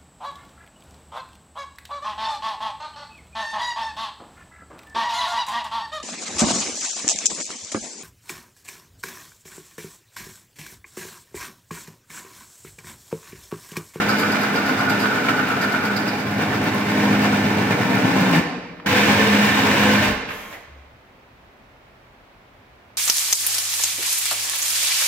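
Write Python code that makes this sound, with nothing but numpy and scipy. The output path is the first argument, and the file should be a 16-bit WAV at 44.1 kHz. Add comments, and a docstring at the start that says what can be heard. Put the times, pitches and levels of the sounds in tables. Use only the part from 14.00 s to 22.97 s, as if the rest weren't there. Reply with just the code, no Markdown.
"""In a garage with a soft rush of air, a cordless drill drives a hole saw through the steel floor of a van.
First random chips tear and the panel drones; a shallow groove makes resonant noise squeal and catch each turn.
Deeper in, the squeal recedes; the saw binds, its tone breaks up and the braked motor's whine sinks to a stop.
The floor panel sings in brief sine moans, at the stop and through a harder second cut that breaks through.
Soft thumps rock the van; the free drill whines up in harmonics with fan noise, brakes, and leaves the room."""
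import sys
import numpy as np
from scipy import signal
from scipy.fft import rfft, irfft, next_fast_len
from scipy.io import wavfile
from scipy.ndimage import uniform_filter1d

SR = 44100
rng = np.random.default_rng(int(sys.argv[2]) if len(sys.argv) > 2 else 0)


def put_to_file(sound):
    """Save the sound as 16-bit audio at rate SR, in the file named by the first command-line argument."""
    columns = np.atleast_2d(sound).T  # one column per channel
    safe = np.clip(columns, -1, 1)
    whole_steps = np.round(safe * 32767)
    wavfile.write(sys.argv[1], SR, whole_steps.astype(np.int16))


N = 395577
T = np.arange(N) / SR
SIZE = next_fast_len(N + 2 * SR, True)
BINS = np.fft.rfftfreq(SIZE, 1 / SR)

# Levels in the tables are those before the trims and modulation in the functions.
# steady air of the garage: f/Hz, level/dB
AMBIENCE = [(12, -33.5), (20, -27), (38, -5.5), (98, -8), (126, -6), (149, -13.5), (276, -9), (300, -17.5),
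            (345, -11), (469, -14), (603, -11), (942, -13.5), (3600, -26.5), (9300, -44), (15800, -40)]
AMBIENCE_DB = -51
# likeness of that air at the two microphones: f/Hz, likeness/1
AMBIENCE_SAME = [(60, 1), (150, 0.95), (380, 0.84), (950, 0.16), (2380, 0), (15000, 0)]
# microphone pair, likeness of the two channels: f/Hz, likeness/1
SAME = [(100, .995), (260, .95), (480, .75), (700, .5), (2400, .45), (3300, .25), (7000, .35), (15000, .3)]
# microphone pair, phase lead of the left: f/Hz, lead/rad
LEAD = [(0, 0), (1120, -0.1), (1380, 0.6), (2150, 0.3), (2840, 0.4), (4310, 2.2), (4910, 1.5), (5510, 2.6),
        (6370, 2.5), (7670, 3.2), (8790, 3.2), (9910, 3.8), (12200, 5.9), (15800, 6.4)]
# microphone pair, left over right: f/Hz, level/dB
BALANCE_DB = [(60, 4), (110, -1), (200, 4), (380, -1.5), (700, -1), (1290, -2), (2380, -0.8), (4400, -2.5),
              (8120, -0.1), (15000, 2)]
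# reverberation of the garage: f/Hz, t60/s, level/dB
GARAGE = [(100, 1.4, -18), (180, 1.17, -8), (270, 0.75, -10.5), (450, 1.53, -2.5), (666, 1.1, -3.5),
          (1980, 1.24, -5), (4950, 1.08, -4.5), (9800, 0.57, -7), (15000, 0.44, -14)]
EDGE_HZ = 15900  # top of the recorded band

# knocks of saw, trigger and chuck: t/s, level/dB, centre f/Hz, decay/s
KNOCKS = [(0.234, -14.5, 1500, 0.0031), (1.056, -16, 1450, .005), (1.285, -18, 1620, 0.0078),
          (1.398, -21, 1450, 0.0056), (3.814, -27, 1500, .004), (4.405, -17.5, 200, 0.012),
          (4.447, -35, 210, 0.01), (4.54, -30, 170, .01), (4.572, -25.5, 175, 0.0067),
          (4.625, -34, 170, 0.016), (4.798, -30.5, 1100, 0.0054), (4.847, -27, 450, 0.011),
          (4.862, -41, 2300, 0.011), (6.275, -30, 132, .03), (6.288, -27.5, 1600, 0.022),
          (6.307, -31, 1600, 0.023), (6.526, -38, 2090, 0.022), (6.78, -63, 4500, .012)]
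# the van body rocks as the weight comes off the drill: t/s, level/dB, f/Hz, time to peak/s
THUMPS = [(6.059, -32, 62.5, 0.045), (6.069, -38, 38.6, 0.045), (6.66, -42, 69.7, 0.084)]
# the drill running free: t/s, whine f/Hz, whine level/dB, fan air level/dB
FREE_RUN = [(6.26, 796, -72, -63), (6.29, 910, -58, -43), (6.34, 1030, -45, -39), (6.42, 1050, -49.5, -41),
            (6.481, 1075, -44, -45), (6.54, 1040, -68, -40.5), (6.58, 820, -62, -50), (6.66, 398, -73, -63)]
# partials of the free motor: multiple/1, level/dB
WHINE = [(1, -1), (2, -6), (3, -8), (6, -14.5), (7, -20), (9, -20), (11, -13), (12, -25)]
# colour of the fan air: f/Hz, level/dB
FAN_AIR = [(200, -2), (700, -1), (2200, -1), (4500, -14), (7000, -11), (9000, -18.5), (12500, -11.5),
           (16000, -18)]
# the motor brakes in the groove: t/s, whine f/Hz, level/dB
BRAKE = [(4.41, 790, -40), (4.49, 750, -41), (4.55, 740, -37.5), (4.565, 480, -35), (4.585, 390, -41),
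         (4.61, 300, -60)]
# the floor panel sings, at the first stop and through the second cut:
# t/s, length/s, start f/Hz, end f/Hz, level/dB
MOANS = [(4.42, 0.157, 485, 466, -42.5), (4.63, 0.12, 477, 473, -51), (4.88, 0.18, 501, 497, -29),
         (5.101, 0.16, 561, 555, -32), (5.15, 0.2, 438.6, 450, -31), (5.691, 0.11, 563, 557, -32),
         (5.76, 0.24, 497, 513, -31), (5.981, 0.18, 602, 604, -34.5)]
# the saw groans as it binds and drags to rest; later the gears chirp as the motor brakes:
# t/s, half length/s, f/Hz, width/Hz, level/dB
RUBS = [(1.1, 0.47, 264.6, 25, -32.5), (4.08, 0.17, 271, 17, -28.5), (4.32, 0.079, 165, 39, -28),
        (4.34, 0.057, 265, 46, -28), (4.365, .028, 1820, 160, -29.5), (4.36, .025, 1380, 130, -35),
        (6.55, .028, 2020, 330, -41.5), (6.545, 0.044, 640, 240, -45)]
# single chips crack off sharply: t/s, peak level/dB
CRACKS = [(0.9024, -35), (1.486, -40), (1.9674, -33), (2.0789, -31), (2.6414, -32), (2.7457, -30),
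          (3.2191, -33), (3.9549, -32.5), (4.2046, -33), (4.3126, -28.5), (4.362, -29), (5.4667, -27)]

# rate of teeth passing, the motor sagging when leaned on: t/s, rate/Hz
SPEED = [(0, 207), (.8, 205), (1.6, 204), (2.0, 205.5), (2.5, 204.5), (3.1, 205.3), (3.65, 203.5),
         (3.9, 195), (4.2, 190), (4.29, 184), (4.34, 167), (4.39, 165), (4.87, 195), (5.0, 205.5),
         (6.1, 206.5)]
TEETH, TOOTH_GROUPS = 24, 6  # per turn
# the askew saw rocks once a turn, strongest midway through the first cut and weaker from 4 s on:
# t/s, share of full rocking/1, hardest spot/turns
ROCKING = [(0, 0.67, 0.95), (1.9, 0.5, 0.9), (2.4, 1, 0.63), (3.4, 0.88, 0.77), (4.0, 0.26, 0.57),
           (6.1, 0.36, 0.64)]
# the shake weakens, or in the second cut strengthens, once a turn: t/s, drop/dB (negative: rise), spot/turns
LULL = [(0, 9, 0.36), (2.1, 3, 0.24), (2.4, 22, 0.066), (3.7, 4, 0.18), (4.0, 8, .15), (4.4, -5, 0.13),
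        (4.9, -3, .15)]
LULL_WIDTH = 0.08  # turns
# how true the saw runs: t/s, share of the rumble's power that repeats on every turn/1
TRUE_RUNNING = [(0, .45), (1.6, .45), (2.4, .75), (3.6, .85), (3.85, .1), (4.4, .1), (5.0, .2), (6.1, .2)]
# the saw binds before the stop: t/s, unsteadiness against free cutting/1
BINDING = [(0, 1), (.6, 2), (1.7, 2.2), (2.9, .5), (3.6, .6), (3.9, 5), (4.2, 6), (4.4, 6), (4.9, .8)]
# the saw snags in the groove: t/s, length/s, surge of the squeal/dB, surge of the bite/dB
SNAGS = [(0.09, .055, 8, -1.5), (0.228, 0.031, 6, -2.5), (0.42, 0.042, 5, 0), (.57, 0.032, 3.5, 1),
         (.69, 0.022, 7, 1), (0.786, 0.022, 6, -1), (.87, .02, 8, -2), (0.902, 0.043, 3.5, 0.5),
         (1.033, 0.038, 7.5, 0), (1.108, 0.024, 9, 0), (1.175, .02, 6, -0.5), (1.283, 0.038, 8, 3),
         (1.333, 0.033, 8, -0.5), (1.378, 0.033, 7, -1), (1.497, 0.026, 2, 0.5), (1.627, .03, 2.5, 1.5),
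         (1.746, 0.031, 5, 1), (1.89, .015, 4, -3), (2.4, 0.052, 8, 0.5), (2.525, 0.033, 11, -0.5),
         (2.665, 0.038, 6, 2.5), (3.13, 0.038, 11.5, 0), (3.241, 0.044, 8, 1), (3.32, .03, 13, 1.5),
         (3.705, 0.033, 3, 2.2), (3.812, .014, 8, 1.5), (3.96, .03, 10, -0.5), (4.107, 0.024, -2, 1.5),
         (4.325, 0.072, -11, 3.5), (6.025, 0.056, 4, 2.5)]

# the highest tooth catches once a turn: t/s, peak level/dB, ring of the rim against the hiss/dB
CATCH = [(0, -35, -5), (2.3, -37, 1), (2.9, -36, -2), (3.6, -47, 0), (6.1, -27, -15)]
CATCH_SPOT, CATCH_JITTER = 0.7, 0.073  # place in the turn and its scatter, turns
CATCH_DECAY_S = 0.032  # of the lighter catches
# the turns that catch hardest: t/s, peak level/dB, ring of the rim against the hiss/dB, decay/s
HARD_CATCHES = [(0.086, -25, 6, 0.031), (.182, -23.5, -3, .04), (0.316, -27, 6, .016),
                (0.408, -24, -4, .018), (.432, -26, -4, 0.011), (0.554, -30, 10, 0.018),
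                (.655, -29, -1, .04), (.785, -33, 8, .025), (0.894, -23, 0, 0.019), (.995, -28, 2, 0.054),
                (1.483, -23, -10, .006), (1.612, -26.5, 4, .028), (1.72, -24, -6, .012),
                (1.85, -26.5, 2, 0.02), (1.962, -25, 9.5, 0.018), (2.078, -32, 15, 0.014),
                (3.22, -29, 1, .025), (4.204, -29, -3, .025)]
# hiss of a catch: f/Hz, level/dB
SCRAPE_COLOUR = [(800, -25), (2500, -12), (4000, 10.5), (5500, -5), (7500, 6.5), (9000, -8.5), (13000, 3.5),
                 (16000, -24)]
# the saw wall rubbing in the groove: t/s, level/dB
SQUEAL = [(0.0, -22), (.06, -29), (.3, -25.5), (0.62, -28), (.95, -26), (1.24, -29), (1.45, -25),
          (1.58, -27.5), (1.9, -27), (2.14, -38), (3.2, -37.5), (3.72, -39), (4.39, -31)]
# modes of the saw's cup: f/Hz, width/Hz, level/dB
CUP = [(1192, 17, -7.5), (1222, 31, -16), (1328, 44, -4.5), (1380, 9.9, -2.5), (1439, 26, 0.5),
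       (1487, 20, -4.5), (1504, 20, -3), (1565, 13, -12), (1605, 11, -5.5)]
# drone at the tooth rate, one table a cut: t/s, level/dB
DRONE = [
    [(0.0, -24.5), (1.51, -37), (1.68, -30), (1.8, -41), (1.91, -27.5), (2.28, -30.5), (2.88, -27),
     (3.04, -19), (3.68, -25), (3.76, -34), (3.9, -26), (4.39, -22.5)],
    [(4.865, -28), (4.95, -35), (5.03, -19.5), (5.11, -24), (5.21, -27.5), (5.27, -21.5), (5.4, -17.5),
     (5.5, -21.5), (5.64, -22.5), (5.77, -26.5), (5.84, -19.5), (5.98, -20), (6.03, -33), (6.11, -33)],
]
DRONE_SLIP = .22  # rad, in free cutting

# effort of the saw, one table a cut: t/s, panel shake level/dB, feed pressure level/dB, bite level/dB
CUTS = [
    [(0.0, -33.5, -24, -25.5), (0.59, -37, -25.5, -27.5), (0.95, -33, -24, -27), (1.31, -34.5, -26, -27.5),
     (2.12, -37.5, -26.5, -29.5), (2.3, -32, -29.5, -31), (2.42, -31, -25.5, -28.5),
     (2.68, -30, -23.5, -28), (2.83, -33.5, -26.5, -28.5), (2.96, -31, -22.5, -25.5),
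     (3.74, -28, -24, -27.5), (4.21, -30, -20.5, -25), (4.39, -29, -23.5, -26.5)],
    [(4.862, -33, -23.5, -23.5), (4.93, -31, -17.5, -20), (5.18, -28, -18, -21), (5.37, -30, -19.5, -22),
     (5.91, -26.5, -18.5, -21.5), (6.11, -31, -23.5, -24.5)],
]
# broad colour of the sawn floor: f/Hz, level/dB
STEEL = [(24, -66.5), (40, -74), (89, -9), (125, -6), (143, -4.5), (165, -3), (200, 2.5), (232, -8.5),
         (268, -4), (362, -13.5), (453, -12.5), (643, -15.5), (805, -15.5), (1140, -17), (2360, -23),
         (8890, -43.5), (15800, -41.5)]
# modes of the floor panel: f/Hz, width/Hz, lift/dB
PANEL = [(111, 40, 6.4), (227, 24, 3.5), (258.7, 14, 4.1), (309.8, 7.8, 3.9), (400, 13, 2.2),
         (479, 44, 4.6), (605, 9.9, 6.7), (702, 43, 3.8), (743, 25, 5.8), (820.5, 29, 6.7), (950, 50, 1.6),
         (1054, 36, 6.3), (1230, 11, 1.1), (1400, 43, 1.8), (1536, 140, 5.3), (1621, 25, 5.1),
         (1775, 117, 7.3), (1883, 41, 2.7), (2090, 100, 5.7), (2320, 160, 5.9), (2220, 44, 2.6),
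         (2643, 16, 2.1), (2886, 38, 6), (3240, 11.7, 1.4), (3600, 30, 7.4), (4470, 54, 4.4),
         (4140, 38, 1.8), (4610, 32, 4.2), (5250, 35, 2.2)]
# change of the panel's colour in the second cut: f/Hz, level/dB
SECOND_COLOUR = [(60, 3), (85, 3.5), (120, -2), (150, -3.5), (205, -3), (240, -5), (280, -3.5), (360, -3.5),
                 (480, -1.5), (720, -4.5), (1050, 0), (1650, 1), (2400, -1.5), (3200, 2), (5000, -2.5),
                 (15000, 1.5)]
# rasp brought out by hard feeding: f/Hz, level/dB
RASP = [(1500, -12), (2400, 5), (3200, -3.5), (4000, -5.5), (5200, -8), (8000, -13), (10000, -29.5),
        (15000, -43)]


def gain_of(db):
    """Decibels to amplitude."""
    return 10 ** (np.asarray(db) / 20)


def evened(x):
    """Scales to unit rms."""
    return x / np.sqrt(np.mean(x ** 2) + 1e-20)


def read(points, hz):
    """Reads a frequency table along a logarithmic axis."""
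    f, value = np.transpose(points)
    return np.interp(np.log(hz + 1), np.log(f + 1), value)


def along(table, column=1):
    """Reads one column over time, joined by straight lines."""
    rows = np.array(table)
    return np.interp(T, rows[:, 0], rows[:, column])


def shaped(x, response):
    """Filters by a response given on BINS."""
    return irfft(rfft(x, SIZE) * response, SIZE)[..., :N]


def below(hz, order=8):
    """Low-pass response, steeper with order."""
    return 1 / (1 + (BINS / hz) ** order)


def bell(hz, width):
    """Bell curve of one resonance, unity at its centre."""
    return 1 / (1 + (2 * (BINS - hz) / width) ** 2)


def wander(rate):
    """Random drift of unit rms, low-passed at rate Hz."""
    return evened(shaped(rng.standard_normal(N), below(rate, order=4)))


def ports(pair, likeness=SAME):
    """Blends two unrelated signals for a spaced pair: alike in the bass, apart in the treble."""
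    a, b = rfft(pair, SIZE)
    same = np.clip(read(likeness, BINS), 0, .997)
    tilt = gain_of(read(BALANCE_DB, BINS) / 2)
    right = same * a + np.sqrt(1 - same ** 2) * b
    right = right * np.exp(-1j * read(LEAD, BINS))
    return irfft([a * tilt, right / tilt], SIZE)[:, :N]


def hiss():
    """White noise as it reaches both microphones."""
    return ports(rng.standard_normal((2, N)))


def background(level_db=.5, hiss_hz=2200, hiss_width=1200, hiss_db=4.5):
    """A soft, even rush of air: coloured noise, nearly mono in the bass."""
    air = ports(rng.standard_normal((2, N)), AMBIENCE_SAME)
    colour = gain_of(read(AMBIENCE, BINS) + hiss_db * bell(hiss_hz, hiss_width))
    return gain_of(AMBIENCE_DB + level_db) * evened(shaped(air, colour))


def garage(x, count=3):
    """Diffuse noise tails, each band dying at its own speed; the paths shift as the worker moves."""
    f, t60, db = np.transpose(GARAGE)
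    out = np.zeros((2, N))
    for k in range(count):
        hz, t, z = signal.stft(rng.standard_normal((2, 3 * SR // 2)), SR, nperseg=256)
        life = read(np.c_[f, t60], hz)[:, None]
        level = gain_of(read(np.c_[f, db], hz))[:, None]
        even_energy = np.sqrt(np.log(1e6) / (life * SR))  # long tails are no louder than short ones
        z *= np.exp(-np.log(1000) * t / life) * even_energy * level
        tail = signal.istft(z, SR, nperseg=256)[1]
        tail *= np.clip(T[:tail.shape[1]] / 0.0082, 0, 1)  # soft onset
        share = np.cos(np.pi * (2.3 * T + k / count)) * np.sqrt(2 / count)
        out += signal.fftconvolve(x * share, tail, axes=1)[:, :N]
    return ports(out)


def knocks():
    """Tool contacts as short bursts of band-passed noise, thumps of the van body as swelling sines."""
    out, noise = np.zeros((2, N)), shaped(hiss(), below(5500, order=3))
    for s, db, hz, decay in KNOCKS:
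        band = signal.butter(2, [hz / 1.7, hz * 1.7], "bandpass", fs=SR)
        clack = evened(signal.lfilter(*band, noise))
        age = np.maximum(T - s, 0)
        strike = (1 - np.exp(-age * hz)) * np.exp(-age / decay)  # rises within a cycle or two
        out += gain_of(db) * clack * strike
    for s, db, hz, peak in THUMPS:
        age = np.maximum(T - s, 0)
        swell = (age / peak * np.exp(1 - age / peak)) ** 2
        out += gain_of(db) * swell * np.sin(2 * np.pi * hz * age)
    return out


def free_run(waver=0.0061, fade_s=.02):
    """Out of the hole the motor winds up with a whine of partials and a rush of fan air, then brakes."""
    s, *columns = np.transpose(FREE_RUN)
    hz, whine_db, air_db = (np.interp(T, s, c) for c in columns)
    turns = np.cumsum(hz * (1 + waver * wander(58.0))) / SR
    whine = sum(gain_of(db) * np.sin(2 * np.pi * round(k) * turns) for k, db in WHINE)
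    air = evened(shaped(hiss(), gain_of(read(FAN_AIR, BINS))))
    running = np.clip((T - s[0]) / fade_s, 0, 1) * (T < s[-1])
    return (gain_of(whine_db) * evened(whine) + gain_of(air_db) * air) * running


def brake(width_hz=35, fade_s=.015):
    """The trigger is let go in the groove: a fuzzy whine sinks and drops away as the saw stops."""
    phase = 2 * np.pi * np.cumsum(along(BRAKE)) / SR
    whine = evened(wander(width_hz) * np.cos(phase) + wander(width_hz) * np.sin(phase))
    sounding = np.clip((T - BRAKE[0][0]) / fade_s, 0, 1) * (T < BRAKE[-1][0])
    return whine * gain_of(along(BRAKE, 2)) * sounding


def moans(level_db=0, waver=0.0035, flutter_db=2):
    """The floor panel sings briefly in gliding sines, at the first stop and through the second cut."""
    out, bend = np.zeros(N), 1 + waver * wander(30)
    for s, length, hz, end_hz, db in MOANS:
        span = slice(int(s * SR), int((s + length) * SR))
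        u = np.linspace(0, 1, len(T[span]))
        turns = np.cumsum((hz + (end_hz - hz) * u) * bend[span]) / SR
        song = evened(np.sqrt(u * (1 - u)) * np.sin(2 * np.pi * turns))
        out[span] += gain_of(db + level_db) * song
    return out * gain_of(flutter_db * wander(25))


def rubs():
    """Short swells of friction noise, each in one resonance, narrow or broad."""
    noise, out = hiss(), np.zeros((2, N))
    for s, half, hz, width, db in RUBS:
        swell = np.exp(-((T - s) / max(half, .01)) ** 4)
        out += gain_of(db) * evened(shaped(noise, bell(hz, width))) * swell
    return out


def cracks(level_db=1, decay=0.00129, scatter_db=-13, scatter_s=.012, lowest_hz=6500):
    """Snapping chips as bright noise ticks with a brief scatter off the van walls."""
    bright = evened(shaped(hiss(), 1 - below(lowest_hz, order=4)))
    envelope = np.zeros(N)
    for s, db in CRACKS:
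        part = envelope[int(s * SR):][:SR // 10]
        age = T[:len(part)]
        tick = np.exp(-age / decay) + gain_of(scatter_db) * np.exp(-age / scatter_s)
        part += gain_of(db + level_db) * tick
    return bright * envelope


def rocking(teeth, lag=0):
    """Swing of the askew saw, highest at one spot of every turn."""
    return np.cos(2 * np.pi * (teeth / TEETH - along(ROCKING, 2) - lag)) * along(ROCKING)


def surge(column, rise=0.0035):
    """Surge in dB at every snag: it grabs at once and lets go gradually."""
    total = np.zeros(N)
    for row in SNAGS:
        grab = np.clip((T - row[0]) / rise, 0, 1)
        release = np.exp(-((T - row[0]) / max(row[1], .005)) ** 4)
        total += row[column] * grab * release
    return total


def while_cutting(cuts, column, release=0.037):
    """Amplitude of one control of the cuts; it starts at once and dies quickly when the teeth let go."""
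    total = np.zeros(N)
    for cut in cuts:
        rows = np.array(cut)
        start = np.clip((T - rows[0, 0]) / .003 + 1, 0, 1)
        end = np.exp(-np.maximum(T - rows[-1, 0], 0) / release)
        total += start * end * gain_of(along(cut, column))
    return total


def catches(teeth, vary_db):
    """One catch a turn while cutting, of random timing and strength, beside the hard ones."""
    at, peak_db, ring_db = np.transpose(CATCH)
    rows, turns = list(HARD_CATCHES), teeth / TEETH
    for turn, (late, strength) in enumerate(rng.standard_normal(size=(60, 2))):
        s = np.interp(turn + CATCH_SPOT + CATCH_JITTER * late, turns, T)
        cutting = any(cut[0][0] < s < cut[-1][0] for cut in CUTS)
        hard_turn = any(abs(s - row[0]) < .05 for row in HARD_CATCHES)
        if cutting and not hard_turn:
            peak = np.interp(s, at, peak_db) + vary_db * strength
            rows.append((s, peak, np.interp(s, at, ring_db), CATCH_DECAY_S))
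    return rows


def scrapes(teeth, level_db=-8, vary_db=2, rise=0.0028, rim_hz=4800, rim_width=650, rim_db=-1):
    """Once a turn a catching tooth sprays fine chips as hiss and rings the rim of the saw."""
    spray = hiss()
    flecks = signal.lfilter([1], [1, -np.exp(-1 / (.0006 * SR))], rng.random(N) < 170 / SR)
    gritty = spray + 2.2 * flecks * shaped(spray, 1 - below(8000))  # single chips tick in the top octave
    fizz = evened(shaped(gritty, gain_of(read(SCRAPE_COLOUR, BINS))))
    rim = evened(shaped(spray, bell(rim_hz, rim_width)))
    out = np.zeros((2, N))
    for s, db, ring_db, decay in catches(teeth, vary_db=vary_db):
        span = slice(int(s * SR), int((s + .25) * SR))
        age = np.maximum(T[span] - s, 0)
        swell = (1 - np.exp(-age / rise)) * np.exp(-age / decay)
        scrape = fizz[:, span] + gain_of(rim_db + ring_db) * rim[:, span]
        out[:, span] += gain_of(db + level_db) * swell * scrape
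    return out


def squeal(teeth, level_db=-1.5, deep_db=-1, stutter_db=2.0, turn_db=2.7, tight_lag=0.047, hop_db=-1.1):
    """Stick and slip on the saw wall, as noise, rings the cup's modes; most snags make it surge."""
    slip, ring = rfft(hiss(), SIZE), np.zeros((2, N))
    for hz, width, lift in CUP:
        mode = irfft(slip * bell(hz, width), SIZE)[:, :N]
        ring += mode * gain_of(lift + hop_db * wander(4.7))
    power = uniform_filter1d((ring ** 2).mean(0), size=SR // 80)
    ring = ring / np.sqrt(abs(power) + 1e-12)  # friction saturates, so the ring holds steady
    rub = gain_of(turn_db * rocking(teeth, tight_lag) + stutter_db * wander(83))
    groove_db = np.interp(T, [1.95, 2.25], [level_db, deep_db])  # trim from shallow to deep groove
    return evened(ring * rub) * while_cutting([SQUEAL], 1, release=0.0074) * gain_of(groove_db + surge(2))


def drone(teeth, level_db=-0.65, flutter_db=1.1):
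    """The panel is pumped at the tooth rate; phase slip and flutter break up the tone as the saw binds."""
    binding = along(BINDING)
    tone = np.sin(2 * np.pi * teeth + DRONE_SLIP * binding * wander(13.0))
    tone = tone * gain_of(flutter_db * np.sqrt(binding) * wander(22))
    return gain_of(level_db) * evened(tone) * while_cutting(DRONE, 1)


def chatter(per_s=55, size=0.41, decay=0.0019):
    """Gain of the cut as single teeth dig in at random and rasp for a moment."""
    digs = np.minimum(rng.exponential(1, N), 2.5) * (rng.random(N) < per_s / SR)
    digs = digs * np.clip(along(ROCKING), 0, 1)  # digs follow the share of rocking
    return 1 + size * signal.lfilter([1], [1, -np.exp(-1 / (decay * SR))], digs)


def chips(pull, per_s=10000, scatter_s=0.0075, crack=2.23, count=8):
    """Chips snap off around the groove; each place scatters through the van in its own way."""
    size = gain_of(3 * np.minimum(rng.exponential(1, N), 4.5)) * rng.choice([-1, 1], N)
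    snaps = pull * size * (rng.random(N) < per_s / SR)
    place, t = rng.integers(0, count, N), T[:SR // 16]
    fading = np.exp(-t / scatter_s) + crack * np.exp(-t / 0.00046)
    paths = rng.standard_normal((count, 2, len(t))) * fading
    heard = np.zeros((2, N))
    for k in range(count):
        heard += signal.oaconvolve((snaps * (place == k))[None], paths[k], axes=1)[:, :N]
    return evened(ports(heard))


def judder(teeth, lowest=8, highest=52, accent_db=5, drift_per_s=0.24):
    """Uneven teeth thump the panel in a pattern that repeats each turn and drifts as the groove wears."""
    k = np.arange(1025)  # harmonics of the turn
    chosen = (k >= lowest) * (k <= highest) * (k != TEETH)  # the tooth rate itself is the drone
    height = chosen * gain_of(accent_db * (k % TOOTH_GROUPS == 0))
    pattern = np.fft.ifft(height * np.exp(2j * np.pi * rng.random((2, len(k)))), 4096).real
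    spots = np.linspace(0, 1, pattern.shape[1], endpoint=False)
    a, b = (np.interp(teeth / TEETH % 1, spots, p) for p in pattern)
    wear = np.pi * drift_per_s * T
    return evened(a * np.cos(wear) + b * np.sin(wear))


def repeating(tearing, teeth, top_hz=430):
    """While the saw runs true, its regular judder takes the place of chance in the bass."""
    share = np.clip(along(TRUE_RUNNING), 0, 1)
    bass = shaped(tearing, below(top_hz, order=12))
    return tearing + (np.sqrt(1 - share) - 1) * bass + np.sqrt(share) * bass.std() * judder(teeth)


def lull(teeth):
    """Shake that weakens, or in the second cut strengthens, at one spot of every turn, its power levelled."""
    away = (teeth / TEETH - along(LULL, 2) + .5) % 1 - .5
    gain = gain_of(-along(LULL) * np.exp(-(away / LULL_WIDTH) ** 2))
    return gain / np.sqrt(uniform_filter1d(gain ** 2, size=SR // 4))


def grind(teeth, shake_db=-1, feed_db=-2.0, bite_db=-2.5, rasp_db=-6.0, turn_db=1.5, uneven_db=0.4,
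          stiff_hz=87, loose_hz=70, snag_share=0.88):
    """Tooth after tooth tears at the floor panel, which rings in its modes."""
    tooth = 1 + .15 * np.cos(2 * np.pi * teeth)
    pull = tooth * chatter() * gain_of(turn_db * rocking(teeth) + uneven_db * wander(20))
    tearing = repeating(chips(pull), teeth)

    modes_db = sum(db * bell(hz, width) for hz, width, db in PANEL)
    colour = gain_of(read(STEEL, BINS) + modes_db - 6.1 * bell(197, 55.0))  # leaves room for the drone
    second_colour = gain_of(read(SECOND_COLOUR, BINS))
    stiff = shaped(tearing, colour * (1 - below(stiff_hz, order=12)))
    loose = shaped(tearing, colour * (1 - below(loose_hz, order=12)) * second_colour)
    second_cut = T > (CUTS[0][-1][0] + CUTS[1][0][0]) / 2
    steel = np.where(second_cut, loose, stiff)

    low, mid = below(204), below(1356)
    snag_db = surge(3)
    bite = while_cutting(CUTS, 3) * gain_of(snag_db)
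    shake = evened(shaped(steel, low) * lull(teeth))
    shake = shake * while_cutting(CUTS, 1, release=0.038) * gain_of(shake_db)
    body = evened(shaped(steel, mid - low))
    body = body * while_cutting(CUTS, 2) * gain_of(feed_db + snag_share * snag_db)
    grit = evened(shaped(steel, 1 - mid)) * bite * gain_of(bite_db)
    rasp = evened(shaped(tearing, gain_of(read(RASP, BINS))))
    rasp = rasp * bite ** 2 / bite.max() * gain_of(rasp_db)  # grows faster than the bite
    return shake + body + grit + rasp


def scene(drone_wet=0.56):
    """Saw, drill and van inside the garage, over its steady rush; the tones feed the room less."""
    teeth = np.cumsum(along(SPEED)) / SR  # teeth passed so far
    van = knocks() + free_run() + rubs() + cracks() + scrapes(teeth) + squeal(teeth) + grind(teeth)
    hum = brake() + moans() + drone(teeth)
    return background() + garage(van + drone_wet * hum) + van + hum


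def record(dry):
    """The recorder's band limit, a steep low-pass."""
    lowpass = signal.firwin(511, EDGE_HZ, window=("kaiser", 9), fs=SR)
    return signal.oaconvolve(dry, lowpass[None], "same")


dry = scene()
out = record(dry)
put_to_file(out)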